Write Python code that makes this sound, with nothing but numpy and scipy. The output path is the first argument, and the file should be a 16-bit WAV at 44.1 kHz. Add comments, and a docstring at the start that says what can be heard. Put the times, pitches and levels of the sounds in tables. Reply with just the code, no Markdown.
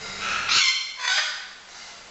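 """Macaws in a hard-walled aviary, heard at one microphone over airy noise, a hum and a low rumble.
A farther bird rasps weakly. A growl leads into a loud screech that clears into a pitched scream, and
the background sinks away. A squawk follows: it opens on a yelp, climbs to a shriek and drops to a bark.
A last weak rasp comes from farther off. Each voice is an unsteady pulse train with air noise, shaped by
the throat, and the room rings on after every call."""
import sys
import numpy as np
from scipy import signal
from scipy.fft import rfft, irfft, next_fast_len
from scipy.io import wavfile
from scipy.ndimage import map_coordinates

SR = 44100
rng = np.random.default_rng(int(sys.argv[2]) if len(sys.argv) > 2 else 0)


def bounce(signal):
    """Save signal as a 16-bit WAV file at the path given by the first command-line argument."""
    frames = np.transpose(np.atleast_2d(signal))
    limited = np.clip(frames, -1, 1)
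    pcm = np.round(limited * 32767).astype(np.int16)
    wavfile.write(sys.argv[1], SR, pcm)


N = 92610
T = np.arange(N) / SR


# Each row: time in seconds, level in dB before the dip, throat resonances as a ratio to rest.
SCREECH_PATH = [(.465, -37.5, 0.48), (.497, -16, 0.88), (.525, -12.5, 0.94), (.55, -13, 1.016),
                (.578, -12, 1.01), (.603, -6.5, 0.97), (.625, -16.5, .95), (.68, -44, 0.94)]
# The throat at rest. Each row: frequency in Hz, gain in dB.
SCREECH_THROAT = [(300, -62.5), (820, -36), (1000, -13), (1200, -11), (1420, -0.5), (1600, -1.5),
                  (1800, -22.5), (2020, -10), (2300, -6), (2620, -1.5), (2950, 5), (3200, -12.5),
                  (3550, -5), (3850, -4), (4250, 1), (4580, 0), (4950, -13), (5450, -2), (6100, -12.5),
                  (6700, -5.5), (7300, -11), (7900, -33)]
def screech():
    """Driven hard, the voice opens with chaotic pulses while the resonances sweep up and ease back."""
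    db, stretch = curves(SCREECH_PATH)
    voice = syrinx(pitch_hz=328.9, jitter=.07, jitter_hz=160, air=.45, flutter_db=1.2, flutter_hz=250)
    voice = gliding_throat(voice, SCREECH_THROAT, stretch)
    return aviary(amp(db) * sounding(SCREECH_PATH) * voice, wet_db=2)


# Each row: time in seconds, pitch in Hz, level in dB, jitter as a share of the pitch.
SCREAM_PATH = [(.585, 1117, -39.5, 0.0145), (.615, 1111, -17.5, 0.01876), (.645, 1064, -20.5, 0.02),
               (.695, 1047, -17.5, 0.011), (.725, 1037, -28, 0.0054), (.75, 1030, -65.5, 0.018)]
# Each row: frequency in Hz, throat gain in dB.
SCREAM_THROAT = [(880, -46), (1060, -16.5), (1150, -11), (1250, -30.5), (1450, -21), (1700, -34.5),
                 (1920, -39.5), (2030, -5), (2110, 2), (2270, 2), (2400, 2), (2550, -18.5), (2900, -1.5),
                 (3140, -3), (3300, -9.5), (3480, 8.5), (3820, -23), (4200, 0), (4420, -2.5), (4700, -26.5),
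                 (4980, -28.5), (5230, -4.5), (5450, -11.5), (5850, 3), (6150, -17.5), (6400, -12.5),
                 (6900, -7.5), (7900, -28)]
def scream():
    """The screech locks onto a high, sagging pitch; a second, slower vibration splits its partials."""
    hz, db, jitter = curves(SCREAM_PATH)
    voice = syrinx(hz, jitter=jitter, jitter_hz=609.3, air=.27, flutter_db=2.5, flutter_hz=251.2)
    beat_hz = 168 * np.exp(.1 * wobble(100))
    voice *= 1 + .5 * np.cos(phase_of(beat_hz))
    return aviary(amp(db) * sounding(SCREAM_PATH) * coloured(voice, SCREAM_THROAT), wet_db=-.5)


# Each row: time in seconds, pitch in Hz, level in dB before the beak shapes the treble.
YELP_PATH = [(.965, 507, -49.5), (.995, 503.4, -29.5), (1.025, 490.6, -29.5), (1.065, 477, -29),
             (1.09, 492, -30), (1.12, 488, -35.5)]
# Each row: frequency in Hz, throat gain in dB.
YELP_THROAT = [(250, -57), (490, -19), (620, -3.5), (760, -9), (980, -2), (1120, 4.5), (1270, -6.5),
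               (1490, -3.5), (1700, 7.5), (1880, 2.5), (2100, -3.5), (2620, -2), (2800, -13.5),
               (3200, -18.5), (3480, 5.5), (3680, -13), (3950, -10.5), (4500, -4), (5200, -7.5),
               (5520, -30), (6200, -4.5), (7000, -18), (7900, -16.5)]
# The beak opening. Each row: time in seconds, treble gain in dB.
YELP_BEAK = [(.98, -10.5), (1.019, 1), (1.06, 5)]
def yelp():
    """The squawk starts on a steady, fairly clear note that brightens as the beak opens."""
    hz, db = curves(YELP_PATH)
    voice = syrinx(hz, jitter=.051, jitter_hz=402, air=.27, flutter_db=2.5, flutter_hz=201)
    voice = beak(coloured(voice, YELP_THROAT), YELP_BEAK, corner_hz=1390)
    return aviary(amp(db) * sounding(YELP_PATH) * voice, wet_db=-.5)


# Each row: time in seconds, pitch in Hz, level in dB.
SQUAWK_PATH = [(1.055, 735, -56), (1.08, 745, -24), (1.11, 761.4, -19.5), (1.13, 764, -24),
               (1.15, 773, -37.5)]
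# Each row: frequency in Hz, throat gain in dB.
SQUAWK_THROAT = [(300, -43), (620, -19.5), (780, -7.5), (1050, -10), (1250, -4), (1520, 3), (1900, -12),
                 (2230, -2.5), (2750, -9), (3400, 1.5), (4000, -1.5), (4300, -10), (4550, 0.5), (4950, 4),
                 (5270, -2), (5650, -20), (6100, -0.5), (7050, -12), (7900, -10)]
def squawk():
    """The voice jumps up to a hoarse note that creeps higher."""
    hz, db = curves(SQUAWK_PATH)
    voice = syrinx(hz, jitter=.025, jitter_hz=492.2, air=.53, flutter_db=-4, flutter_hz=213)
    return aviary(amp(db) * sounding(SQUAWK_PATH) * coloured(voice, SQUAWK_THROAT), wet_db=7)


# Each row: time in seconds, level in dB.
SHRIEK_LEVEL = [(1.12, -44), (1.14, -25), (1.175, -22.5), (1.195, -29), (1.215, -51)]
# Each row: frequency in Hz, throat gain in dB.
SHRIEK_THROAT = [(400, -28), (800, -11.5), (1200, -15), (1600, -11), (2450, -5.5), (2800, -1.5), (3270, -2),
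                 (3700, 3), (4100, -3), (4350, -17), (4650, -3), (4920, 0.5), (5250, -12), (5700, -12),
                 (6450, -7.5), (6900, -12), (7900, -14)]
def shriek():
    """At its peak the squawk holds a higher pitch, raspy, with a piercing upper resonance."""
    db, = curves(SHRIEK_LEVEL)
    voice = syrinx(pitch_hz=817, jitter=.019, jitter_hz=400, air=.45, flutter_db=2, flutter_hz=200)
    return aviary(amp(db) * sounding(SHRIEK_LEVEL) * coloured(voice, SHRIEK_THROAT), wet_db=1.5)


# Each row: time in seconds, level in dB.
BARK_LEVEL = [(1.162, -43), (1.177, -20.5), (1.198, -19.5), (1.215, -46)]
# Each row: frequency in Hz, throat gain in dB.
BARK_THROAT = [(150, -66), (400, -24), (660, -9), (1000, -14), (1300, -3), (1580, 5.5), (1820, 1),
               (2100, 2), (2450, -11.5), (2800, -6), (4900, -9.5), (7900, -33.5)]
def bark():
    """A last hard push closes the squawk: short, low and rough."""
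    db, = curves(BARK_LEVEL)
    voice = syrinx(pitch_hz=616.2, jitter=.07, jitter_hz=407, air=.85, flutter_db=.5, flutter_hz=256)
    return aviary(amp(db) * sounding(BARK_LEVEL) * coloured(voice, BARK_THROAT), wet_db=0)


# Each row: time in seconds, level in dB before the dip.
GROWL_LEVEL = [(.195, -47), (.215, -27), (.235, -17), (.32, -24.5), (.38, -22.5), (.405, -30), (.48, -31.5)]
# Each row: frequency in Hz, throat gain in dB.
GROWL_THROAT = [(300, -41), (600, -15.5), (1000, -15), (1180, -13.5), (1280, -2), (1365, 0), (1450, -2),
                (1520, -7.5), (1610, -2.5), (1800, -11.5), (2250, -10), (2450, -2.5), (2600, 0.5),
                (2750, -7.5), (3450, -15.5), (3800, -16.5), (3970, -8.5), (4130, -23.5), (4280, -3.5),
                (4500, -27.5), (5300, -19.5), (6400, -18), (7900, -32.5)]
def growl():
    """Slow, uneven pulses ring the throat."""
    db, = curves(GROWL_LEVEL)
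    voice = syrinx(pitch_hz=117.3, jitter=.15, jitter_hz=118.74, air=.48, flutter_db=3.5, flutter_hz=97.6)
    return aviary(amp(db) * sounding(GROWL_LEVEL) * coloured(voice, GROWL_THROAT), wet_db=5.5)


# Each row: start in seconds, seconds until the release, level in dB, pitch in Hz.
RASP_CALLS = [(-.01, 0.22, -35.5, 692.2), (1.667, 0.19, -42.5, 690)]
# One throat for each rasp. Each row: frequency in Hz, gain in dB.
RASP_THROATS = [
    [(400, -6.5), (750, -14), (1100, -11), (1380, -4.5), (1700, -9.5), (2070, -5), (3600, -18.5),
     (3830, 1.5), (4080, -11.5), (4650, -12.5), (5250, -6.5), (5600, -17), (7000, -12.5), (7900, -32.5)],
    [(400, -30), (850, 2), (1100, -10), (1450, 0.5), (2060, -1.5), (2400, -5), (2900, -5), (3300, -6),
     (4000, 1.5), (4400, -3), (4800, -5), (5400, -4), (6100, -1.5), (7900, -12.5)],
]
def rasps(attack_s=.023, release_s=.16):
    """A bird farther from the microphone gives two hoarse calls, more room than direct sound."""
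    out = np.zeros(N)
    for (start, length, db, hz), throat in zip(RASP_CALLS, RASP_THROATS):
        end = start + length
        level = amp(db) * np.interp(T, [start, start + attack_s, end, end + release_s], [0, 1, 1, 0])
        voice = syrinx(hz, jitter=.0138, jitter_hz=294.3, air=.89, flutter_db=3, flutter_hz=199.5)
        out += level * coloured(voice, throat)
    return aviary(out, wet_db=8)


# Each row: start in seconds, length in seconds, pitch in Hz, level in dB.
WHISTLE_NOTES = [(0.008, 0.094, 4930, -39.5), (1.694, 0.19, 4740, -50), (1.747, 0.12, 2066, -49),
                 (1.775, .09, 2907, -49)]
def whistles(fade_s=.035):
    """Thin, wavering tones sound through the far bird's rasps."""
    out = np.zeros(N)
    for start, length, hz, db in WHISTLE_NOTES:
        fade = np.clip(np.minimum(T - start, start + length - T) / fade_s, 0, 1)
        tone = np.sin(phase_of(hz + 55 * wobble(200))) * amp(3 * wobble(90))
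        out += amp(db) * fade * unit(tone)
    return aviary(out, wet_db=6)


def syrinx(pitch_hz, jitter, jitter_hz, air, flutter_db, flutter_hz):
    """The bird's voice organ: unsteady pulses with a puff of air noise each cycle and a fast flutter."""
    hz = pitch_hz * np.exp(jitter * wobble(jitter_hz))
    phase = phase_of(hz)
    harmonics = range(1, int(TOP_HZ / np.min(pitch_hz)) + 2)
    pulses = unit(sum(np.cos(k * phase) * (k * hz < SR / 4) for k in harmonics))
    puffs = unit(rng.standard_normal(N) * (1 + np.cos(phase)))
    voice = np.sqrt(1 - air) * pulses + np.sqrt(air) * puffs
    return voice * amp(flutter_db * wobble(flutter_hz))


def gliding_throat(x, spectrum, stretch):
    """x shaped by a throat whose resonances all rise and fall by the factor stretch, at rms 1."""
    hz, t, frames = signal.stft(x, SR, nperseg=512, noverlap=384)
    gain = amp(along(spectrum, hz[:, None] / np.interp(t, T, stretch)))
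    return unit(signal.istft(frames * gain, SR, nperseg=512, noverlap=384)[1][:N])


def beak(x, opening, corner_hz):
    """The treble of x rises as the beak opens."""
    db, = curves(opening)
    treble = filtered(x, lambda hz: 1 - 1 / (1 + (hz / corner_hz) ** 6))
    return x + (amp(db) - 1) * treble


# The ring of the hard walls. Each row: frequency in Hz, seconds to fall by 60 dB.
AVIARY_T60 = [(200, 0.13), (1000, 1), (2200, 0.97), (4500, 0.98), (7500, 0.76)]
def aviary(x, wet_db, wall_delay_s=.0023):
    """Direct sound reaches the microphone, then the room's ring, each frequency dying at its own speed."""
    hz, t, frames = signal.stft(rng.standard_normal(SR), SR, nperseg=256)
    decay = amp(-60 * t / along(AVIARY_T60, hz)[:, None])
    tail = signal.istft(frames * decay, SR, nperseg=256)[1]
    tail *= np.arange(len(tail)) > wall_delay_s * SR
    wet = signal.fftconvolve(x, tail / np.linalg.norm(tail))[:N]
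    return (x + amp(wet_db) * wet) / np.hypot(1, amp(wet_db))


# Each row: frequency in Hz, gain in dB.
AIR_COLOUR = [(20, 2.5), (85, -3.5), (130, -6), (300, -3.5), (800, 3), (1500, 1), (3000, -2.5), (7500, -6)]
# Each row: time in seconds, level in dB relative to the airy noise.
HUM_LEVEL = [(.3, -12), (.7, -23)]
# Each row: time in seconds, level in dB before the dip.
RUMBLE_LEVEL = [(0, -75), (.15, -62), (.19, -46.5), (.32, -42), (.55, -44), (.567, -33), (.59, -43.5),
                (.62, -65)]
# Each row: frequency in Hz, gain in dB.
RUMBLE_COLOUR = [(20, -19.5), (45, -7.5), (100, -5), (200, -7.5), (500, -10.5), (1500, -61)]
def background(hum_hz=197):
    """Room tone around the microphone: airy noise with a hum, and a low rumble until the scream."""
    rumble_db, = curves(RUMBLE_LEVEL)
    hum_db, = curves(HUM_LEVEL)
    hum = np.sin(phase_of(hum_hz + 4.1 * wobble(15)))
    hum = unit(hum * amp(1.3 * wobble(12)))
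    air = coloured(rng.standard_normal(N), AIR_COLOUR)
    rumble = amp(rumble_db) * sounding(RUMBLE_LEVEL) * coloured(rng.standard_normal(N), RUMBLE_COLOUR)
    return amp(-34) * (air + amp(hum_db) * hum) + rumble


def amp(db):
    return 10 ** (np.asarray(db) / 20)


def unit(x):
    return x / np.sqrt(np.mean(x ** 2) + 1e-20)


def phase_of(hz):
    return 2 * np.pi * np.cumsum(hz) / SR


def along(points, hz):
    """(Hz, value) points read at hz on a log axis."""
    knots_hz, values = np.transpose(points)
    return np.interp(np.log(hz + 1), np.log(knots_hz + 1), values)


def curves(rows):
    """One value per sample for each column after the time."""
    times, *columns = np.transpose(rows)
    return [np.interp(T, times, column) for column in columns]


def sounding(rows):
    """True between the times of the first and last row."""
    return (T > rows[0][0]) & (T < rows[-1][0])


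def wobble(rate):
    """A smooth random curve, rate knots a second."""
    return map_coordinates(rng.standard_normal(N // 8), [T * rate + 2], mode="wrap")


def filtered(x, response):
    """x times a response of frequency."""
    size = next_fast_len(N + SR // 2)
    return irfft(rfft(x, size) * response(np.fft.rfftfreq(size, 1 / SR)), size)[..., :N]


def coloured(x, spectrum):
    """x shaped by (Hz, dB) points, at rms 1."""
    return unit(filtered(x, lambda hz: amp(along(spectrum, hz))))


# Background, growl and screech dip under the scream and slowly come part of the way back.
# Each row: time in seconds, gain in dB.
DIP_GAIN = [(.585, -5), (.615, -14.5), (1.0, -16.5), (1.6, -12.5), (2.1, -9.5)]
def scene():
    """The whole aviary reaches one microphone, alike in both channels."""
    dip_db, = curves(DIP_GAIN)
    dipped = amp(dip_db) * (background() + growl() + screech())
    mono = dipped + rasps() + whistles() + scream() + yelp() + squawk() + shriek() + bark()
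    return np.array([mono, mono])


TOP_HZ = 8050
def record(dry):
    """The recorder cuts off steeply at its band limit."""
    edge_hz = [TOP_HZ - 400, TOP_HZ, TOP_HZ + 400]
    return filtered(dry, lambda hz: amp(np.interp(hz, edge_hz, [0, -15, -90])))


dry = scene()
out = record(dry)
bounce(out)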